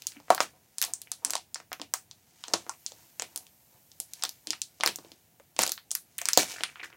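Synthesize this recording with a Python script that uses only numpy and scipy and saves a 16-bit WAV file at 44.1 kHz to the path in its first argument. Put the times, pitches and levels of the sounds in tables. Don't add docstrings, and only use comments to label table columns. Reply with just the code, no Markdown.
import sys
import numpy as np
from scipy import signal
from scipy.fft import rfft, irfft, next_fast_len
from scipy.io import wavfile

SR = 44100
rng = np.random.default_rng(int(sys.argv[2]) if len(sys.argv) > 2 else 0)


def generate_wav(signal):
    frames = np.transpose(np.atleast_2d(signal))
    scaled = np.clip(frames, -1, 1) * 32767
    pcm = np.round(scaled).astype(np.int16)
    wavfile.write(sys.argv[1], SR, pcm)


N = 306936
TIME = np.arange(N) / SR
CUTOFF_HZ = 15900
PLACES = 4

# hold_start_s, hold_s, crackle_db, flex_db
PULLS = [(0.032, 0.045, -61, -76), (0.318, 0.079, -66, -60.5), (0.546, 0.012, -80, -67),
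         (.88, .02, -64, -58), (1.26, 0.028, -70, -54), (2.5, 0.082, -56.5, -56.5),
         (2.682, 0.011, -66.5, -59), (2.912, 0.14, -65, -71.5), (3.2, 0.21, -70, -70.5),
         (3.748, .005, -75, -67.5), (4.208, 0.044, -58.5, -70), (4.488, 0.019, -73.5, -66),
         (4.87, 0.051, -63, -60.5), (5.028, 0.041, -67, -63), (6.483, 0.046, -45.5, -72)]


def from_db(db):
    return 10 ** (np.asarray(db) / 20)


def rms_one(x):
    return x / np.sqrt(np.mean(x ** 2) + 1e-20)


def at_hz(points, hz):
    freqs_hz, values = np.transpose(points)
    return np.interp(np.log(np.maximum(hz, 1)), np.log(freqs_hz), values)


def band(x, low_hz, high_hz, order=2):
    high_hz = min(high_hz, .48 * SR)
    edges_hz = [min(low_hz, high_hz - 10), high_hz]
    return signal.sosfilt(signal.butter(order, edges_hz, "band", fs=SR, output="sos"), x)


def around(x, hz, octaves):
    half = 2 ** (np.clip(octaves, .2, 3) / 2)
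    return band(x, hz / half, hz * half)


def coloured(x, spectrum):
    size = next_fast_len(N)
    bins_hz = np.arange(size // 2 + 1) * SR / size
    shaped = rfft(x, size) * from_db(at_hz(spectrum, bins_hz))
    return rms_one(irfft(shaped, size)[:N])


def ring(x, hz, t60_s):
    radius = from_db(-60 / (t60_s * SR))
    angle = 2 * np.pi * hz / SR
    return signal.lfilter([0, np.sin(angle)], [1, -2 * radius * np.cos(angle), radius * radius], x + 1e-18)


def add(track, start_s, sound):
    at = max(0, round(start_s * SR))
    track[at:at + len(sound)] += sound[:max(0, N - at)]


def spells(rows, rise_s, fall_s):
    gains = []
    for hold_start_s, hold_s, level_db in rows:
        before_s = np.maximum(hold_start_s - TIME, 0)
        after_s = np.maximum(TIME - hold_start_s - hold_s, 0)
        gains.append(from_db(level_db) * np.exp(-before_s / rise_s - after_s / fall_s))
    return np.max(gains, axis=0)


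def buckle(skitter, settle_s):
    t = TIME[:SR // 40]
    force = skitter * rng.standard_normal(len(t)) * np.exp(-t / settle_s)
    force[0] += 1
    return force


def at_level(sound, level_db):
    snap_s = .004
    return sound * from_db(level_db) * np.sqrt(snap_s * SR / np.sum(sound ** 2))


def snaps(pop_skitter, crease_skitter, fizz_hz=9500):
    # start_s, pop_db, pop_hz, pop_octaves, crack_db, crack_hz, crack_octaves, fizz_db
    creases = [(0.0212, -62, 585, 2.8, -41, 4400.0, 1.5, -45),
               (0.0692, -57.5, 610.0, 1.7, -23.5, 6800, 1.14, -32),
               (0.1201, -69, 390.0, 0.6, -47, 2920, 2.0, -76.5),
               (0.163, -56, 575, 6.6, -64.0, 7600.0, 0.9, -70.5),
               (0.201, -50.5, 700, 1.3, -55, 4600.0, 1.7, -65.5),
               (0.283, -47.5, 865, 2.5, -69, 6000.0, 1.3, -69),
               (0.3041, -9, 785, 0.95, -22, 4940, 1.8, -34),
               (0.3482, -36, 780.0, 1.7, -27, 6800, 1.44, -29.5),
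               (0.3793, -29, 1150.0, 1.2, -36, 4000.0, 0.66, -62.5),
               (0.4045, -17.5, 928, 1.7, -21, 4900.0, 1.2, -38),
               (0.7835, -49, 1310.0, 1.06, -27.5, 6700, 1.3, -47),
               (0.816, -35, 1600, 0.61, -23.5, 5430, 0.88, -22.5),
               (0.8255, -50, 1190.0, 1.7, -21.5, 5800.0, 2.3, -41.5),
               (0.83, -38, 1310.0, 0.67, -35, 5400.0, 0.95, -33),
               (0.8394, -39.5, 920, 0.79, -26, 4900.0, 0.91, -44),
               (0.8491, -44, 1560.0, 1.9, -29, 7800.0, 1.0, -39),
               (0.9365, -52.5, 1040, 2.3, -24, 7480, 0.57, -37),
               (1.0174, -63.5, 664, 2.2, -37.0, 6800.0, 1.84, -57.5),
               (1.1173, -44.5, 1010, 1.16, -26, 6500.0, 1.36, -45.5),
               (1.2488, -35.5, 1590, 1.54, -19.0, 7100.0, 0.85, -38),
               (1.2984, -41.0, 1240.0, 1.9, -37, 6260, 0.8, -63.5),
               (1.3061, -42, 990.0, 2.1, -24.5, 7500, 1.2, -35.5),
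               (1.3349, -32.5, 1190.0, 2, -27.5, 5630, 1.1, -46),
               (1.3536, -28.5, 804, 0.67, -25, 5600, 1.23, -54),
               (1.3653, -47, 705, 0.97, -34, 3800.0, 1.7, -65),
               (1.379, -55.5, 1190.0, 2.1, -40, 5300, 0.8, -71),
               (1.5448, -53, 1270.0, 1.7, -28.5, 6240, 0.84, -46),
               (1.5578, -38.0, 1160.0, 1.6, -36.5, 4980, 0.4, -64),
               (1.6016, -44.5, 930.0, 2.1, -51, 5700.0, 0.6, -70.5),
               (1.718, -34.5, 890.0, 2.0, -46.5, 4580, 0.4, -69),
               (1.7298, -34.5, 1690, 1.7, -35.5, 5540, 0.58, -38),
               (1.7981, -41.5, 480.0, 3.2, -46.5, 4020, 1.0, -73),
               (1.816, -40.5, 660.0, 1.5, -33, 3900, 1.83, -54),
               (1.9384, -29.5, 1130.0, 1.37, -20, 7240, 0.9, -27.5),
               (2.1122, -62.5, 1003, 0.64, -41.5, 4970, 1.14, -64),
               (2.439, -43, 1117, 0.64, -35, 4150, 1.16, -61),
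               (2.4823, -44.0, 670.0, 2.1, -37, 5540, 0.93, -59),
               (2.5364, -33.5, 620, 3.1, -19.5, 5900.0, 0.8, -44.5),
               (2.5389, -22, 714, 1.37, -20.5, 4670, 1.3, -57),
               (2.666, -45, 664, 2.2, -59, 6200.0, 0.51, -67.5),
               (2.6945, -32.5, 974, 0.58, -29.5, 6770, 0.71, -52.5),
               (2.8635, -56.5, 1010, 1.4, -28, 5720, 1.04, -59.5),
               (2.92, -48.5, 620.0, 0.9, -44.5, 5150, 1.03, -68),
               (3.197, -34.5, 1332, 4.3, -28, 6730, 0.53, -59),
               (3.2213, -36, 658, 1.74, -28, 4200, 2.3, -44),
               (3.3602, -45.5, 863, 3.4, -29.0, 7430, 1.5, -37),
               (3.3756, -52, 790.0, 1.5, -32.5, 7400.0, 1.2, -59),
               (3.4674, -64, 1172, 1.63, -50.5, 4500.0, 2.0, -73),
               (3.917, -74.5, 423, 1.5, -49, 4900.0, 1.2, -64.5),
               (4.0015, -51, 593, 0.97, -27, 7900.0, 1.2, -43),
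               (4.1352, -70.5, 385, 2.05, -34, 6800.0, 1.4, -46),
               (4.2243, -48.5, 1000, 1.4, -31.5, 4700.0, 0.71, -71.5),
               (4.2367, -30.5, 1170, 1.15, -21.5, 5630, 1.43, -32.5),
               (4.2512, -39.5, 950.0, 2.6, -28, 4370, 0.76, -41),
               (4.2924, -56, 785, 1.06, -34.5, 5600.0, 0.63, -36),
               (4.4717, -48.5, 494, 1.1, -31.5, 4800.0, 1.5, -62),
               (4.5056, -48, 460, 2.4, -22, 5200.0, 1.27, -52.5),
               (4.5324, -34.5, 1645, 1.7, -36, 4800.0, 0.33, -71),
               (4.6176, -68.5, 480.0, 1.7, -24.5, 6100, 1.1, -42.5),
               (4.8015, -40, 527, 2.4, -43, 4200.0, 2, -71),
               (4.8088, -37.5, 840.0, 1.7, -28.5, 3900.0, 0.93, -63),
               (4.8356, -18.5, 1310, 1.7, -24, 6200, 1.24, -43),
               (4.8611, -26.5, 790, 2.4, -18.5, 4840, 0.55, -26.5),
               (4.875, -38, 400, 0.44, -19.5, 3200.0, 3.1, -36),
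               (4.8896, -36, 570, 2.7, -32, 3900.0, 2.8, -43),
               (4.9589, -61, 620.0, 1.5, -32, 7800, 0.84, -35),
               (4.9869, -44, 455, 2.4, -48, 4200.0, 0.95, -67.5),
               (5.0478, -48.5, 450, 1, -55.5, 3660, 1.2, -75),
               (5.118, -52.5, 390.0, 1.74, -45.5, 4290, 1.2, -56.5),
               (5.3989, -52.5, 797, 2.45, -61.5, 6700.0, 0.41, -75.5),
               (5.5649, -50.5, 615, 2.15, -39.5, 3420, 1.8, -68.5),
               (5.5909, -19.5, 757, 1.6, -17, 3630, 2.4, -35),
               (5.6188, -38.5, 1180.0, 1.6, -32, 4300.0, 1.2, -27),
               (5.63, -50, 710.0, 1.6, -25.5, 4400.0, 1.9, -52),
               (5.6346, -26.5, 960, 1.9, -19, 6900, 0.98, -36),
               (5.6647, -38, 715, 1.7, -28, 4500.0, 1.4, -31),
               (5.6768, -40, 640.0, 1.2, -27, 5460, 1.05, -37),
               (5.694, -39.5, 920.0, 2.4, -27.5, 6160, 1.45, -54),
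               (5.719, -37, 2490.0, 1.6, -23.5, 5660, 1.14, -25.5),
               (5.778, -43.5, 1440, 1.2, -41, 3900.0, 0.58, -74),
               (5.9076, -62, 1214, 2.5, -34.5, 5200.0, 0.97, -75.5),
               (5.915, -48.5, 890.0, 1.6, -23.5, 7680, 0.84, -44),
               (5.9517, -35.5, 2005, 1.3, -22.5, 7800, 1.5, -43),
               (6.182, -48, 2310, 1.5, -36.0, 7400.0, 0.28, -30),
               (6.1873, -34, 2600, 1.3, -33.5, 8200, 0.33, -53),
               (6.2157, -37.5, 1390, 1.8, -30, 7200, 0.64, -37),
               (6.2557, -30.5, 2570, 3.4, -24, 6020, 1.05, -33),
               (6.2872, -25.5, 1780, 1.03, -18.5, 6600, 1.36, -37),
               (6.333, -39.5, 1460.0, 1.5, -18, 5800.0, 0.7, -28.5),
               (6.3747, -14.5, 540, 1.32, -9.5, 5300, 0.94, -16),
               (6.4317, -34.5, 670.0, 0.7, -30, 4900.0, 2, -44),
               (6.567, -51, 1870, 1.0, -45.0, 5900.0, 0.71, -64),
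               (6.6077, -38.5, 524, 2.1, -35, 2470, 1.5, -60),
               (6.6357, -22.5, 2400, 2.07, -28.5, 8600, 0.3, -49.5),
               (6.7574, -44, 1350.0, 0.71, -46.5, 2700.0, 0.4, -80),
               (6.7713, -56, 1320.0, 1.4, -55, 2400.0, 0.55, -73),
               (6.804, -50, 1110, 1.5, -46, 2400.0, 0.4, -78),
               (6.831, -44, 1420, 0.97, -48, 4100.0, 0.83, -83.5),
               (6.8351, -37, 1700, 0.32, -42, 2440, 1.2, -71),
               (6.9022, -53, 1210.0, 1.3, -58, 4500.0, 1, -72)]
    out = np.zeros((PLACES, N))
    for k, row in enumerate(creases):
        start_s, pop_db, pop_hz, pop_octaves, crack_db, crack_hz, crack_octaves, fizz_db = row
        pop = around(buckle(pop_skitter, settle_s=0.0055), pop_hz, pop_octaves)
        crease = buckle(crease_skitter, settle_s=0.0012)
        crack = around(crease, crack_hz, crack_octaves)
        fizz = band(crease, fizz_hz, CUTOFF_HZ)
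        snap = at_level(pop, pop_db) + at_level(crack, crack_db) + at_level(fizz, fizz_db)
        add(out[k % PLACES], start_s, rng.choice([-1, 1]) * snap)
    return out


def tugs(partner_ratio=0.77, partner_db=-8):
    # start_s, level_db (main mode, before swell and decay), pitch_hz, t60_s
    drum_hits = [(0.163, -42.5, 290, 0.15), (.305, -32.5, 215, 0.056), (1.253, -46.5, 278, 0.14),
                 (1.797, -44, 289, 0.2), (2.539, -33.5, 210, 0.059), (2.694, -32.5, 1386, 0.054),
                 (4.475, -44, 310, 0.15), (4.498, -44, 324, 0.089), (5.4, -45.5, 569, 0.05),
                 (5.593, -47, 86, 0.17), (5.593, -32.5, 214, 0.1), (6.216, -37, 700, 0.065),
                 (6.215, -49, 1120, 0.076), (6.377, -45, 80, 0.16), (6.377, -33, 148, 0.088)]
    out, t = np.zeros(N), TIME[:SR // 4]
    for start_s, level_db, pitch_hz, t60_s in drum_hits:
        main = np.sin(2 * np.pi * pitch_hz * t)
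        partner = np.sin(2 * np.pi * (pitch_hz * partner_ratio * t + rng.random()))
        swell = 1 - np.exp(-t * pitch_hz)
        decay = np.exp(-np.log(1000) * t / t60_s)
        add(out, start_s, from_db(level_db) * (main + from_db(partner_db) * partner) * swell * decay)
    return out


def clumps(per_s, depth_db):
    heights = np.interp(TIME * per_s, np.arange(N), rng.standard_normal(N))
    return rms_one(from_db(depth_db * np.clip(heights, -2, 2)))


def crackle(gain, colour, per_s):
    clicks = rng.standard_normal(N) * (rng.random(N) < per_s / SR)
    return gain * coloured(clicks, colour)


def peel_line():
    # hold_start_s, hold_s, level_db
    rips = [(.307, 0.015, -38.5), (.407, 0.022, -37), (.825, 0.016, -38), (4.852, 0.013, -40),
            (5.595, 0.038, -30), (6.382, 0.035, -28.5), (6.5, 0.017, -46), (6.84, 0.006, -48.5)]
    # freq_hz, gain_db (relative)
    peel_colour = [(150, -24.5), (500, -7.5), (900, -7.5), (2000, -1), (3500, -3), (6500, 2), (10000, -6.5),
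                   (16000, -14.5)]
    creep_db = -76
    pulling = spells(np.array(PULLS)[:, :3], rise_s=0.11, fall_s=0.088)
    ripping = spells(rips, rise_s=0.0036, fall_s=0.014) * clumps(per_s=220, depth_db=2.0)
    return crackle(from_db(creep_db) + pulling + ripping, peel_colour, per_s=3100)


def crinkle(gain, colour, per_s, spread_db, cycles, count=28):
    sizes = from_db(spread_db * np.minimum(rng.exponential(1, N), 3)) * rng.choice([-1, 1], N)
    flips = sizes * (rng.random(N) < per_s / SR)
    facet = rng.integers(0, count, N)
    rings = np.zeros(N)
    for k, hz in enumerate(np.geomspace(250, 8000, count)):
        rings += hz * ring(flips * (facet == k), hz, cycles / hz)
    return gain * coloured(rings, colour)


def slack_film():
    # hold_start_s, hold_s, level_db
    crumples = [(.13, 0.06, -60), (1.068, .004, -62), (2.7, 0.012, -55.5), (3.225, 0.034, -62.5),
                (6.21, 0.19, -51.5), (6.45, 0.059, -53.5), (6.54, .04, -43.5), (6.66, 0.055, -53.5),
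                (6.77, 0.078, -50.5), (6.93, .02, -54.5)]
    # freq_hz, gain_db (relative)
    slack_colour = [(150, -18), (400, -2.5), (900, -6), (1600, 3), (2400, 6), (3600, -8), (6000, -18.5),
                    (16000, -39)]
    crumpling = spells(crumples, rise_s=0.0078, fall_s=0.021)
    return crinkle(crumpling, slack_colour, per_s=450, spread_db=6.5, cycles=8)


def flexing_sheet():
    # freq_hz, gain_db (relative)
    flex_colour = [(100, -21.5), (300, -4), (600, -1), (950, 0.5), (1500, -10.5), (4000, -24.5)]
    rest_db = -82.5
    flexing = from_db(rest_db) + spells(np.array(PULLS)[:, [0, 1, 3]], rise_s=.025, fall_s=0.029)
    return crinkle(flexing, flex_colour, per_s=1000, spread_db=4.0, cycles=7.7)


def screen(x):
    # pitch_hz, gain_db, t60_s
    panel_modes = [(341, -46.5, 0.15), (550, -61, 0.11), (752, -50, 0.13), (977, -55.5, 0.092),
                   (1119, -52, .09), (1629, -62.5, 0.067)]
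    return sum(from_db(gain_db) * ring(x, hz, t60_s) for hz, gain_db, t60_s in panel_modes)


def room(x, build_s=0.0014):
    # freq_hz, t60_s
    tail_t60 = [(100, 0.39), (400, 0.16), (1000, 0.12), (3000, 0.18), (7000, 0.16), (16000, 0.25)]
    # freq_hz, gain_db
    tail_send = [(100, 8), (400, -7.5), (1000, -7.5), (3000, -4), (7000, -11.5), (11000, -8), (16000, -12)]
    # delay_s, gain_db
    echoes = [(.0056, -16.5), (0.0194, -23.5)]
    t, edges_hz = TIME[:SR // 2], np.geomspace(70, 18000, 17)
    response = np.zeros(len(t))
    for low_hz, high_hz in zip(edges_hz, edges_hz[1:]):
        hz = np.sqrt(low_hz * high_hz)
        decay = np.exp(-np.log(1000) * t / at_hz(tail_t60, hz))
        build = 1 - np.exp(-(t / build_s) ** 2)
        tail = band(rng.standard_normal(len(t)), low_hz, high_hz) * decay * build
        share = np.sqrt(2 * (high_hz - low_hz) / SR / np.sum(tail ** 2))
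        response += tail * from_db(at_hz(tail_send, hz)) * share
    for delay_s, gain_db in echoes:
        response[round(delay_s * SR)] += from_db(gain_db)
    return signal.fftconvolve(x, response)[:N]


def high_hiss():
    # time_s, level_db
    hiss_level = [(0, -72), (1.5, -77), (2.4, -74.5), (2.8, -61.5), (3.6, -64.5), (4.3, -63.5), (4.9, -70),
                  (6.1, -73), (6.96, -88)]
    # freq_hz, gain_db (relative)
    hiss_colour = [(1000, -22), (4000, -9), (7000, -3.5), (11000, -3.5), (13000, 3.5), (16000, -2)]
    level_db = np.interp(TIME, *np.transpose(hiss_level))
    return from_db(level_db) * coloured(rng.standard_normal(N), hiss_colour)


def background():
    # freq_hz, gain_db (relative)
    floor_colour = [(20, -30.5), (45, -14), (70, 1), (105, 4.5), (170, 0.5), (300, -5), (500, -10.5),
                    (750, -6.5), (1100, -18.5), (2000, -15.5), (5000, -20.5), (11000, -16), (16000, -13.5)]
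    floor_db = -65
    return from_db(floor_db) * coloured(rng.standard_normal(N), floor_colour)


def scene():
    rustle = peel_line() + slack_film() + flexing_sheet()
    film = snaps(pop_skitter=0.047, crease_skitter=0.21).sum(axis=0) + rustle
    to_walls = [*snaps(pop_skitter=0, crease_skitter=0), rustle]
    reflections = sum(room(source) for source in to_walls)
    return (film + tugs() + screen(film) + reflections + high_hiss() + background())[None]


def record(dry):
    mic_low_hz = 47.6
    high_pass = signal.butter(3, mic_low_hz, "high", fs=SR, output="sos")
    top_cut = signal.ellip(10, .2, 70, CUTOFF_HZ, fs=SR, output="sos")
    heard = signal.sosfilt(high_pass, dry)
    return signal.sosfilt(top_cut, np.clip(heard, -1, 1))


dry = scene()
out = record(dry)
generate_wav(out)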